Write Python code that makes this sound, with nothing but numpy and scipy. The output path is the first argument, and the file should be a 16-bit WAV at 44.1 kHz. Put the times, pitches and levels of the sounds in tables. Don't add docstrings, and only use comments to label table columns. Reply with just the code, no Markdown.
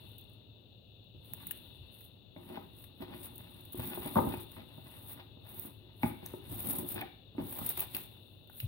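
import sys
import numpy as np
from scipy import signal
from scipy.fft import rfft, irfft
from scipy.io import wavfile

SR = 44100
rng = np.random.default_rng(int(sys.argv[2]) if len(sys.argv) > 2 else 0)


def voltage_ratio(decibels):
    exponent = np.asarray(decibels, float) / 20
    return 10 ** exponent


def wrap_up_sound(samples):
    columns = np.atleast_2d(samples).T
    tamed = np.clip(columns, -1, 1)
    steps = np.round(tamed * 32767).astype(np.int16)
    wavfile.write(sys.argv[1], SR, steps)


N = 382684


def rms_one(x):
    return x / np.sqrt(np.mean(x ** 2) + 1e-20)


def butter(order, hz, kind, x):
    return signal.sosfilt(signal.butter(order, hz, kind, fs=SR, output="sos"), x)


def in_time(rows):
    s, *columns = np.transpose(rows)
    return [np.interp(np.arange(N) / SR, s, c) for c in columns]


def at_hz(points, hz):
    table_hz, values = np.array(points).T
    return np.interp(np.log(hz + 1), np.log(table_hz), values)


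def colour(x, points):
    size = 8192
    cepstrum = irfft(np.log(voltage_ratio(at_hz(points, np.fft.rfftfreq(size, 1 / SR)))))
    cepstrum[1:size // 2] *= 2
    cepstrum[size // 2 + 1:] = 0
    return signal.oaconvolve(x, irfft(np.exp(rfft(cepstrum))))[:N]


def drift(per_s):
    knots = rng.standard_normal(2000)
    return np.interp(np.arange(N) / SR * per_s, np.arange(2000), knots)


def grains(per_s, spread_db, clump_db, clump_per_s):
    sizes = voltage_ratio(spread_db * np.minimum(rng.exponential(1, N), 4)) * rng.choice([-1, 1], N)
    born = rng.random(N) < per_s / SR
    return rms_one(sizes * born * voltage_ratio(clump_db * drift(clump_per_s)))


def dying(power, t60):
    r = voltage_ratio(-120 / (t60 * SR))
    return signal.lfilter([1 - r], [1, -r], power)


def ring(blows, hz, t60):
    r, w = voltage_ratio(-60 / (t60 * SR)), 2 * np.pi * hz / SR
    return signal.lfilter([0, np.sin(w)], [1, -2 * r * np.cos(w), r * r], blows)


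def gestures(rows, shape):
    rise, fall, settle_db, settle = shape
    t, out = np.arange(0, N + 64, 64) / SR, -110
    for s, length, db, swell_db in rows:
        after = np.maximum(t - s - length, 0)
        swell = swell_db * np.clip((t - s) / max(length, 1e-3), 0, 1)
        held = db + swell - rise * np.maximum(s - t, 0)
        out = np.maximum(out, held + np.maximum(-fall * after, settle_db - settle * after))
    return np.interp(np.arange(N) / SR, t, out)


def treble_limit(x):
    return signal.sosfilt(signal.ellip(12, .5, 75, 15800, fs=SR, output="sos"), x)


# [f/Hz, likeness/-1..1]
PORT_LIKENESS = [(60, 1), (180, 0.54), (550, 0.38), (1650, 0.025), (4970, 0.11), (15000, 0.24)]


def pair(length):
    mid, side = rfft(rng.standard_normal((2, length)))
    alike = np.clip(at_hz(PORT_LIKENESS, np.fft.rfftfreq(length, 1 / SR)), -1, 1)
    return irfft(np.sqrt(.5 + alike / 2) * mid + np.sqrt(.5 - alike / 2) * side * [[1], [-1]], length)


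def kitchen(x, near_db, near_t60, room_db, room_t60):
    t = np.arange(SR // 2) / SR
    near = voltage_ratio(near_db - 60 * t / near_t60)
    room = voltage_ratio(room_db - 60 * t / room_t60) * np.minimum(t / 0.00073, 1)
    echoes = pair(len(t)) * (near + room)
    echoes[:, 0] = 1
    return signal.oaconvolve(x * np.ones((2, 1)), echoes, axes=1)[:, :N]


# [f/Hz, density/dB per Hz]
ROOM_TONE = [(20, -31.5), (45, -8), (80, -15), (104, -1), (135, -13.5), (300, -18.5), (600, -23.5),
             (1000, -39.5), (2200, -51), (5000, -58.5), (12000, -61.5), (14000, -44), (15800, -41.5)]


def room_tone():
    tone = np.array([colour(side, ROOM_TONE) for side in pair(N)])
    return rms_one(tone) * voltage_ratio(-58 + np.array([[1.2], [-1.2]]))


# [f/Hz, width/Hz, left level/dB, right level/dB]
PORT_HISS = [
    (2822, 420, -65.5, -82.5),
    (3603, 476, -60.5, -92),
    (3990, 660, -67.5, -84),
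]
# [t/s, level/dB]
STIR = [(0.0, -62), (0.48, -67.5), (1.16, -66.5), (1.5, -61.5), (1.93, -63), (2.17, -68.5), (3.82, -64),
        (4.2, -59.5), (4.59, -64.5), (5.87, -67.5), (6.86, -62.5), (7.15, -65.5), (7.39, -68),
        (7.71, -59.5), (8.39, -68), (8.68, -65.5)]


def port_hiss():
    stir_db, = in_time(STIR)
    stir_db = stir_db - np.median(stir_db)
    out = np.zeros((2, N))
    for hz, width_hz, *db in PORT_HISS:
        edges_hz = [hz - width_hz / 2, hz + width_hz / 2]
        hiss = rms_one(butter(3, edges_hz, "band", rng.standard_normal((2, N))))
        out += voltage_ratio(np.array(db)[:, None] + stir_db) * hiss
    return out


# [t/s, length/s, body level/dB, swell/dB, scuff above body/dB]
DRAGS = [(2.379, 0.038, -45.5, -3, -29), (2.426, 0.13, -56, 17, -17), (2.555, 0.056, -42, -6, -22),
         (3.025, 0.0087, -32.5, -14, -17.5), (3.077, 0.061, -48, 8, -19), (3.196, 0.51, -50, -6.5, -15.5),
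         (3.77, 0.3, -43, 0, -14), (4.062, 0.13, -38, -14, -12.5), (4.18, 0.035, -21.5, -5, -30),
         (4.22, 0.091, -31, -3.5, -28), (4.329, 0.022, -50, -4, 1), (4.57, 0.046, -44.5, -3.5, -14.5),
         (4.623, 0.59, -55.5, 3.5, -13.5), (5.452, 0.23, -55, 6.5, -16), (6.036, 0.036, -40, 1, -14),
         (6.225, 0.055, -46.5, -5, -8.5), (6.29, 0.28, -49, -16, -13.5), (6.495, 0.11, -45, 0.5, -17),
         (6.638, 0.2, -39, -0.5, -22), (6.912, 0.099, -47, 6.5, -13), (7.393, 0.034, -30.5, -9, -28),
         (7.45, 0.19, -47, 5, -15.5), (7.72, 0.13, -56, 5, -6.5), (7.946, 0.018, -48.5, 4, -8)]
# [t/s, thud level/dB]
JOLTS = [(1.157, -42.5), (1.8, -43), (3.79, -36.5), (3.985, -42.5), (4.19, -32), (4.28, -33.5),
         (4.37, -40.5), (6.041, -33.5), (6.23, -48), (6.515, -37.5), (6.81, -47), (7.42, -41), (7.61, -38),
         (8.643, -33)]
# [t/s, rumble level/dB]
LEAN = [(0, -50), (.65, -65), (.94, -98), (1.3, -48.5), (2.34, -63), (2.7, -54), (3.6, -52.5), (4.6, -51.5),
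        (5.65, -55.5), (5.95, -56), (6.3, -49.5), (7.0, -46.5), (7.15, -66.5), (7.5, -48.5), (8.05, -52.5),
        (8.5, -60.5)]


def box_levels():
    drag_shape, jolt_shape = (700, 239, -22, 26), (597, 211, -25, 60)
    lean_db, = in_time(LEAN)
    body = gestures([row[:4] for row in DRAGS], drag_shape)
    scuffs = [(s, length, db + scuff_db, swell) for s, length, db, swell, scuff_db in DRAGS]
    scuff = gestures(scuffs, drag_shape)
    thud = gestures([(s, .015, db, 0) for s, db in JOLTS], jolt_shape)
    return np.maximum(body, lean_db - 4.5), np.maximum(scuff, lean_db - 22.5), np.maximum(thud, lean_db)


# [f/Hz, density/dB per Hz]
THUD = [(25, -34), (45, 3), (65, 10.5), (110, 16), (160, 6.5), (300, -56)]


def counter_thud(thud_db):
    thud = rms_one(np.array([colour(side, THUD) for side in pair(N)]))
    return voltage_ratio(thud_db - 6.0) * thud


# [f/Hz, density/dB per Hz]
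SCUFF = [(500, -10.5), (900, 0.5), (1600, -6), (2400, -3.5), (3600, -5.5), (4800, -17), (7000, -52)]


def cardboard(x):
    return colour(x, SCUFF)


def box_scuff(scuff_db):
    scuff = cardboard(grains(1200, spread_db=4.0, clump_db=4.5, clump_per_s=30))
    return voltage_ratio(scuff_db + 2.0) * rms_one(scuff)


# [t/s, peak level/dB, f/Hz, t60/s]
RAIL = [(1.5095, -52, 1750, .012), (2.364, -57, 2220, .009), (2.5742, -56, 1350, .009),
        (3.006, -61, 1440, .009), (4.3394, -52, 1640, .009), (4.569, -55, 2030, .009),
        (6.0322, -34, 2230, .015), (6.033, -44, 1500, .012), (6.032, -48, 3600, .008),
        (6.045, -48, 1500, .02), (6.9775, -46, 1730, .012), (7.0145, -40, 2310, .015),
        (7.0232, -46, 1770, .015), (7.381, -55, 2230, .009), (8.4975, -56, 1460, .009),
        (1.5098, -41.5, 2900, .012), (1.335, -55, 850, .01), (1.335, -63, 1700, .008),
        (8.6018, -41, 2860, .009), (7.9482, -37.5, 2700, .009), (7.7947, -45, 2600, .007),
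        (8.4975, -58, 850, .012), (6.26, -52, 6200, .004), (7.383, -38, 280, .07), (6.962, -42, 370, .05),
        (4.339, -47, 2500, .015), (6.0322, -35, 850, .03), (6.0335, -33, 240, .06), (6.06, -44, 850, .05),
        (7.019, -49, 770, .08), (7.03, -48, 780, .08), (6.979, -48, 2450, .012), (6.984, -50, 1250, .02),
        (7.016, -50, 3400, .012), (4.172, -50, 3600, .02), (4.157, -31, 1080, .025), (4.157, -34, 330, .04),
        (4.339, -44, 900, .03), (4.338, -42, 340, .04), (7.9485, -46, 4300, .008),
        (8.6018, -45, 3800, .008), (1.468, -58, 2100, .012)]


def rail():
    out, click = np.zeros(N), np.eye(1, 3000)[0]
    for s, db, hz, t60 in RAIL:
        pad = butter(2, [hz / 1.9, hz * 1.45], "band", click)
        tone = ring(pad, hz, t60) - 0.12 * ring(pad, hz * 1.42, t60)
        out[round(s * SR):][:3000] += voltage_ratio(db + 11.0) * tone
    return out


# [t/s, peak level/dB, hardness/dB, struck panel f/Hz]
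KNOCKS = [(2.362, -34, -12, 320), (2.5, -34.5, -9.5, 366), (2.572, -29.5, -5.5, 407),
          (3.004, -32, -18, 275), (3.139, -33, -24, 194), (3.745, -29, -21, 332), (3.918, -34, -8, 343),
          (3.974, -27.5, -12.5, 368), (4.058, -28, -8, 326), (4.157, -32, -6, 950), (4.162, -15.5, -6, 278),
          (4.167, -11.5, -9, 460), (4.173, -22.5, -3.5, 290), (4.182, -19, -9.5, 930),
          (4.187, -16, -4, 460), (4.2, -35, -20, 175), (4.234, -36, -20, 250), (4.253, -34, -19, 265),
          (4.269, -20, -11, 231), (4.336, -33, -12, 400), (4.565, -50, 6, 300), (5.65, -36, -14, 314),
          (6.032, -36, -12, 846), (6.034, -18.5, -26, 257), (6.04, -18, -16, 193), (6.059, -30, -16, 290),
          (6.227, -36.5, -16, 353), (6.337, -27.5, -15, 366), (6.525, -37, -14, 290),
          (6.608, -42, -27, 307), (6.685, -30.5, -17, 375), (6.705, -35, -27, 298), (6.733, -29, -18, 200),
          (6.787, -28.5, -16, 361), (6.823, -42, -30, 250), (6.838, -35, -32, 300), (6.96, -23.5, -19, 355),
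          (6.98, -54, 0, 1240), (7.012, -52, 3, 290), (7.019, -46, -17, 745), (7.026, -44, -10, 760),
          (7.3815, -23, -20, 301.5), (7.393, -30.5, -28, 380), (7.613, -30, -10.5, 244),
          (7.775, -33, -6, 377), (7.946, -35, -20, 390)]
# [t/s, peak level/dB, hardness/dB]
BUMPS = [
    (1.148, -36, -40),
    (3.795, -27, -11.5),
    (4.779, -31.5, -20),
    (5.189, -45, -0.5),
    (5.37, -38, -20),
    (7.349, -30, -24),
    (7.589, -36.5, -4.5),
    (8.628, -39.5, -29.5),
    (8.659, -46, -18),
]
# [f/Hz, level/dB, t60/s]
BODY = [(70, -30.5, 0.081), (112.8, -10.5, 0.27), (173.8, 3, 0.059), (213.6, 4, 0.037), (252, 1.5, 0.038),
        (290, 5.5, 0.04), (356.8, 0.5, 0.078), (391, -4, 0.11), (486, -3, 0.054), (563, -3, 0.043),
        (635, -1.5, 0.039), (777, -6.5, 0.1), (813, -5.5, 0.069), (865, -5.5, 0.089), (930, -2, 0.044),
        (1054, -8, 0.067), (1220, -6.5, 0.035), (1269, -4.5, 0.037), (1600, -16, 0.021), (2080, -23, 0.02)]
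# [f/Hz, left-right level/dB]
BOX_BALANCE = [(150, -0.2), (300, -4.6), (500, 5), (800, 2), (1200, 1.5), (1700, 13)]


def box_modes(body_db):
    counter_hz = 101
    hits = KNOCKS + [(*bump, counter_hz) for bump in BUMPS]
    at = [round(row[0] * SR) for row in hits]
    _, peak_db, hard_db, panel_hz = np.transpose(hits)
    out = np.zeros((2, N))
    for hz, db, t60 in BODY:
        high = np.clip(np.log2(hz / 400), 0, 1)
        slip_db = body_db - 35.5 - 6 * np.clip(high * 3, 0, 1)
        slips = grains(350, spread_db=4.5, clump_db=1.5, clump_per_s=29) * (hz > 150)
        blows = voltage_ratio(slip_db) * slips + 1e-18
        near_db = 12.1 * np.exp(-(np.log2(hz / panel_hz) / 0.24) ** 2)
        strength_db = peak_db - 20.5 + near_db + (hard_db + 14.5) * high
        luck_db = rng.normal(0, 2.65, len(hits))
        blows[at] += voltage_ratio(strength_db + luck_db) * rng.choice([-1, 1], len(hits))
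        ringing = voltage_ratio(db) * ring(blows, hz, t60)
        lag = rng.integers(0, 56, 2) // (2 if hz > 1000 else 1)
        lean = voltage_ratio(at_hz(BOX_BALANCE, hz) / 2)
        out += [lean * np.roll(ringing, lag[0]), np.roll(ringing, lag[1]) / lean]
    return butter(4, 2300, "low", out)


def box(snap_lows):
    body_db, scuff_db, thud_db = box_levels()
    out = box_modes(body_db) + box_scuff(scuff_db) + snap_lows + rail()
    wet = kitchen(out, near_db=-29, near_t60=0.019, room_db=-38.0, room_t60=0.46) + counter_thud(thud_db)
    wet[1] = np.roll(wet[1], 7)
    return wet * voltage_ratio(np.array([[1.2], [-1.6]]))


# [t/s, length/s, crackle level/dB, swell/dB, low part/dB]
PULLS = [(0, 0.35, -60, -10, 0), (1.26, 0.31, -56.5, 7, 0), (1.55, 0.41, -58, -14.5, 0),
         (1.94, .11, -56, 3, -3), (2.38, 0.15, -65, 10.5, 0), (2.56, .14, -57, -11, 0),
         (2.72, 0.12, -63.5, 11.5, 0), (3.02, 0.032, -52.5, -7, 0), (3.09, 0.16, -60, 20, 0),
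         (3.3, 0.11, -60.5, 11, 0), (3.42, 0.37, -56, -2, 0), (3.79, 0.16, -40.5, 3, -2),
         (3.97, 0.2, -45.5, 8.5, -2), (4.2, 0.14, -40.5, -4, -4), (4.33, 0.095, -56.5, 11, 0),
         (4.52, 0.1, -52, -9.5, 0), (4.64, 0.49, -64, 18, 0), (5.49, 0.175, -49, 7, -3),
         (6.04, 0.035, -41, 3.5, -4), (6.23, 0.13, -55.5, 5.5, 0), (6.42, 0.13, -58.5, 22, 0),
         (6.57, 0.19, -38.5, 6.5, -1), (6.7, 0.066, -30.5, -7, -3), (6.785, 0.064, -36, -10, -1),
         (6.88, 0.035, -35.5, 1.5, -2), (6.92, 0.13, -35.5, -24, 0), (7.44, 0.27, -45.5, 11.5, 0),
         (7.78, 0.037, -37, 2.5, 4), (7.95, 0.1, -40, -9.5, 4), (8.03, 0.42, -59, -14.5, 0),
         (8.58, 0.055, -44, -2, -6)]


def pull_levels():
    level = voltage_ratio(gestures([row[:4] for row in PULLS], (288, 370, -16.5, 99)))
    slack_db, = in_time([(s + length / 2, low_db) for s, length, _, _, low_db in PULLS])
    return level, slack_db


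def crackle(level, slack_db):
    clicks = level * grains(1600, spread_db=2.5, clump_db=1.8, clump_per_s=41)
    bands = (300, 8300, .7), (8300, 11000, 2), (11000, 13500, 2), (13500, 17000, 2)   # Hz, Hz, wander dB
    out = np.zeros((2, N))
    for low_hz, high_hz, wander_db in bands:
        own_db = 3.76 * rng.standard_normal(N) + wander_db * drift(13)
        power = (clicks * voltage_ratio(own_db + slack_db * (high_hz < 9000) - 5.4)) ** 2
        power = dying(power, 0.012) + voltage_ratio(-3.0) * dying(power, 0.049) + voltage_ratio(-20) * dying(power, 0.49)
        out += np.sqrt(power) * butter(3, [low_hz, high_hz], "band", rng.standard_normal((2, N)))
    return out


def snaps(events, level, rise_s, t60, gain_db, tail_db, pop, kinds):
    split_hz, floor_hz = 6400, 1300
    steady, sudden, lows = np.zeros((2, N)), np.zeros((2, N)), np.zeros(N)
    t = np.arange(3000) / SR
    shape = (voltage_ratio(-60 * t / t60) + voltage_ratio(tail_db - 60 * t / 0.068)) * np.minimum(t / rise_s, 1)
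    stock = rng.uniform(-1.45, 1, (kinds, 2, 3000))
    stock[:, :, 24] = pop
    for i, (s, db, pan_db, low_db) in enumerate(events):
        noise = stock[i % kinds]
        treble = butter(3, split_hz, "high", noise)
        lower = butter(2, [floor_hz, split_hz], "band", noise)
        noise = treble + voltage_ratio(np.clip(low_db + 20, -16, 2)) * lower
        burst = noise * shape * voltage_ratio(db + gain_db + np.array([[.5], [-.5]]) * pan_db)
        at = round(s * SR)
        stands_out = voltage_ratio(db - 28) > level[at - 300]
        head = stands_out * (t < .006)
        sudden[:, at:at + 3000] += burst * head
        steady[:, at:at + 3000] += burst * (1 - head)
        lows[at:at + 3000] += burst[0] * voltage_ratio(min(low_db, -12) + 4.5)
    return steady, sudden, lows


# [t/s, peak level/dB, left-right level/dB, low part/dB]
TICKS = [(0.1974, -43, -10, -35), (0.2124, -44, -13, -27), (1.0435, -56, -9, -28), (1.3354, -22.5, -3, -24),
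         (2.0418, -46, -13, -30), (3.3797, -32, 4, -41), (3.6082, -40, -6, -37), (4.29, -28, -1, -27),
         (4.339, -34, -1, -16), (4.518, -36, -6, -17), (5.5965, -25.5, -9, -41), (6.2617, -29, 12, -24),
         (6.525, -30, 2, -16), (6.6048, -28, 12, -35), (6.8885, -22, 9.5, -40), (7.012, -28, -2, -7),
         (7.6912, -13, -6, -46), (7.7947, -18, -2, -28), (7.8047, -12, -2, -28), (3.009, -54, -3, -8),
         (7.948, -19, 3, -16), (7.9665, -18, -1, -16), (8.0355, -37, -3, -33), (8.474, -46.5, -7, -8),
         (8.6018, -28, -10, -40), (6.7315, -30, 4, -35), (6.7865, -29, 1, -35), (6.762, -32, 4, -35),
         (7.0105, -38, 0, -30)]


def ticks(level):
    return snaps(TICKS, level, rise_s=.0003, t60=.005, gain_db=1.5, tail_db=-15, pop=4.5, kinds=25)


# [t/s, peak level/dB, left-right level/dB, low part/dB]
RIPS = [(0.181, -43, -4, -31), (1.4678, -31, -2, -26), (1.5088, -26.5, 6, -22), (2.0066, -45, -7, -6),
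        (2.8392, -43, 3.5, -11.5), (3.3563, -42, 0, -35), (3.6507, -43.5, -3, -22), (3.722, -38, -4, -29),
        (3.73, -36.5, 5.5, -23.5), (3.8721, -36, 3, -19), (3.898, -36.5, -1, -21), (4.1744, -35, -7, -4),
        (6.0315, -41, 0, -30), (6.5919, -33, 2, -33), (6.67, -30.5, 11, -28), (6.687, -30.5, 9, -36),
        (6.7297, -33, 6.5, -28), (6.7845, -26.5, 1, -36.5), (6.9417, -33, 6.5, -32),
        (7.5864, -28.5, -2, -22), (7.662, -24.5, 3, -26), (7.773, -27.5, -2, -12), (8.4971, -50, -4, -25),
        (3.7542, -42, 5, -25), (3.7732, -38, 2, -25), (3.7946, -36, 3, -25), (8.604, -37, -8, -35),
        (4.0585, -36, 4, -25), (4.3688, -45, -4, -25), (4.4037, -46, 13, -25), (7.9495, -29, 3, -20),
        (7.4153, -51, 2, -22.5), (7.4921, -43, 0.1, -21.5), (7.5071, -36, -4, -24),
        (7.5245, -33.5, 1.5, -12), (0.0892, -54, -2, -30), (0.1156, -54, -3.5, -30), (0.24, -57, -3, -30),
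        (0.295, -58, -3, -30), (0.332, -57, -3, -30), (1.2446, -55, -3.5, -30), (1.3673, -50, -1.5, -30),
        (2.8205, -49, 1.5, -30), (4.428, -47, 3, -30), (5.4879, -47, 3, -30), (5.5432, -42, 2, -30),
        (5.657, -41, 2, -26), (6.318, -50, 2.5, -30), (6.4941, -46, 1, -30), (6.905, -37, 3, -30)]


def rips(level):
    return snaps(RIPS, level, rise_s=.0012, t60=.03, gain_db=3.0, tail_db=-8, pop=.3, kinds=35)


# [f/Hz, density/dB per Hz]
FILM_LEFT = [(700, -8.5), (1500, -17), (3000, -15.5), (3700, -12), (5000, -23.5), (6500, -33.5),
             (8000, -17), (9500, -5.5), (13000, -6), (15500, -4)]
# [f/Hz, density/dB per Hz]
FILM_RIGHT = [(700, -23), (1500, -18.5), (3500, -24.5), (5000, -30), (7000, -29), (9500, -71), (12000, -11),
              (15000, -0.5), (15800, -3)]


def film():
    level, slack_db = pull_levels()
    tick_steady, tick_sudden, tick_lows = ticks(level)
    rip_steady, rip_sudden, rip_lows = rips(level)
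    steady = treble_limit(crackle(level, slack_db) + tick_steady + rip_steady)
    left, right = steady + butter(8, 16000, "low", tick_sudden + rip_sudden)
    heard = np.array([colour(left, FILM_LEFT), colour(right, FILM_RIGHT)])
    return voltage_ratio(6.0) * heard, cardboard(tick_lows + rip_lows)


def scene():
    film_sound, snap_lows = film()
    return treble_limit(room_tone() + port_hiss() + box(snap_lows)) + film_sound


def band_limit(x):
    return signal.sosfilt(signal.butter(12, 16700, fs=SR, output="sos"), x)


def record(dry):
    mix = butter(4, 54, "high", dry)
    mix = mix * np.minimum(np.arange(N)[::-1] / 512, 1)
    return band_limit(mix)


dry = scene()
out = record(dry)
wrap_up_sound(out)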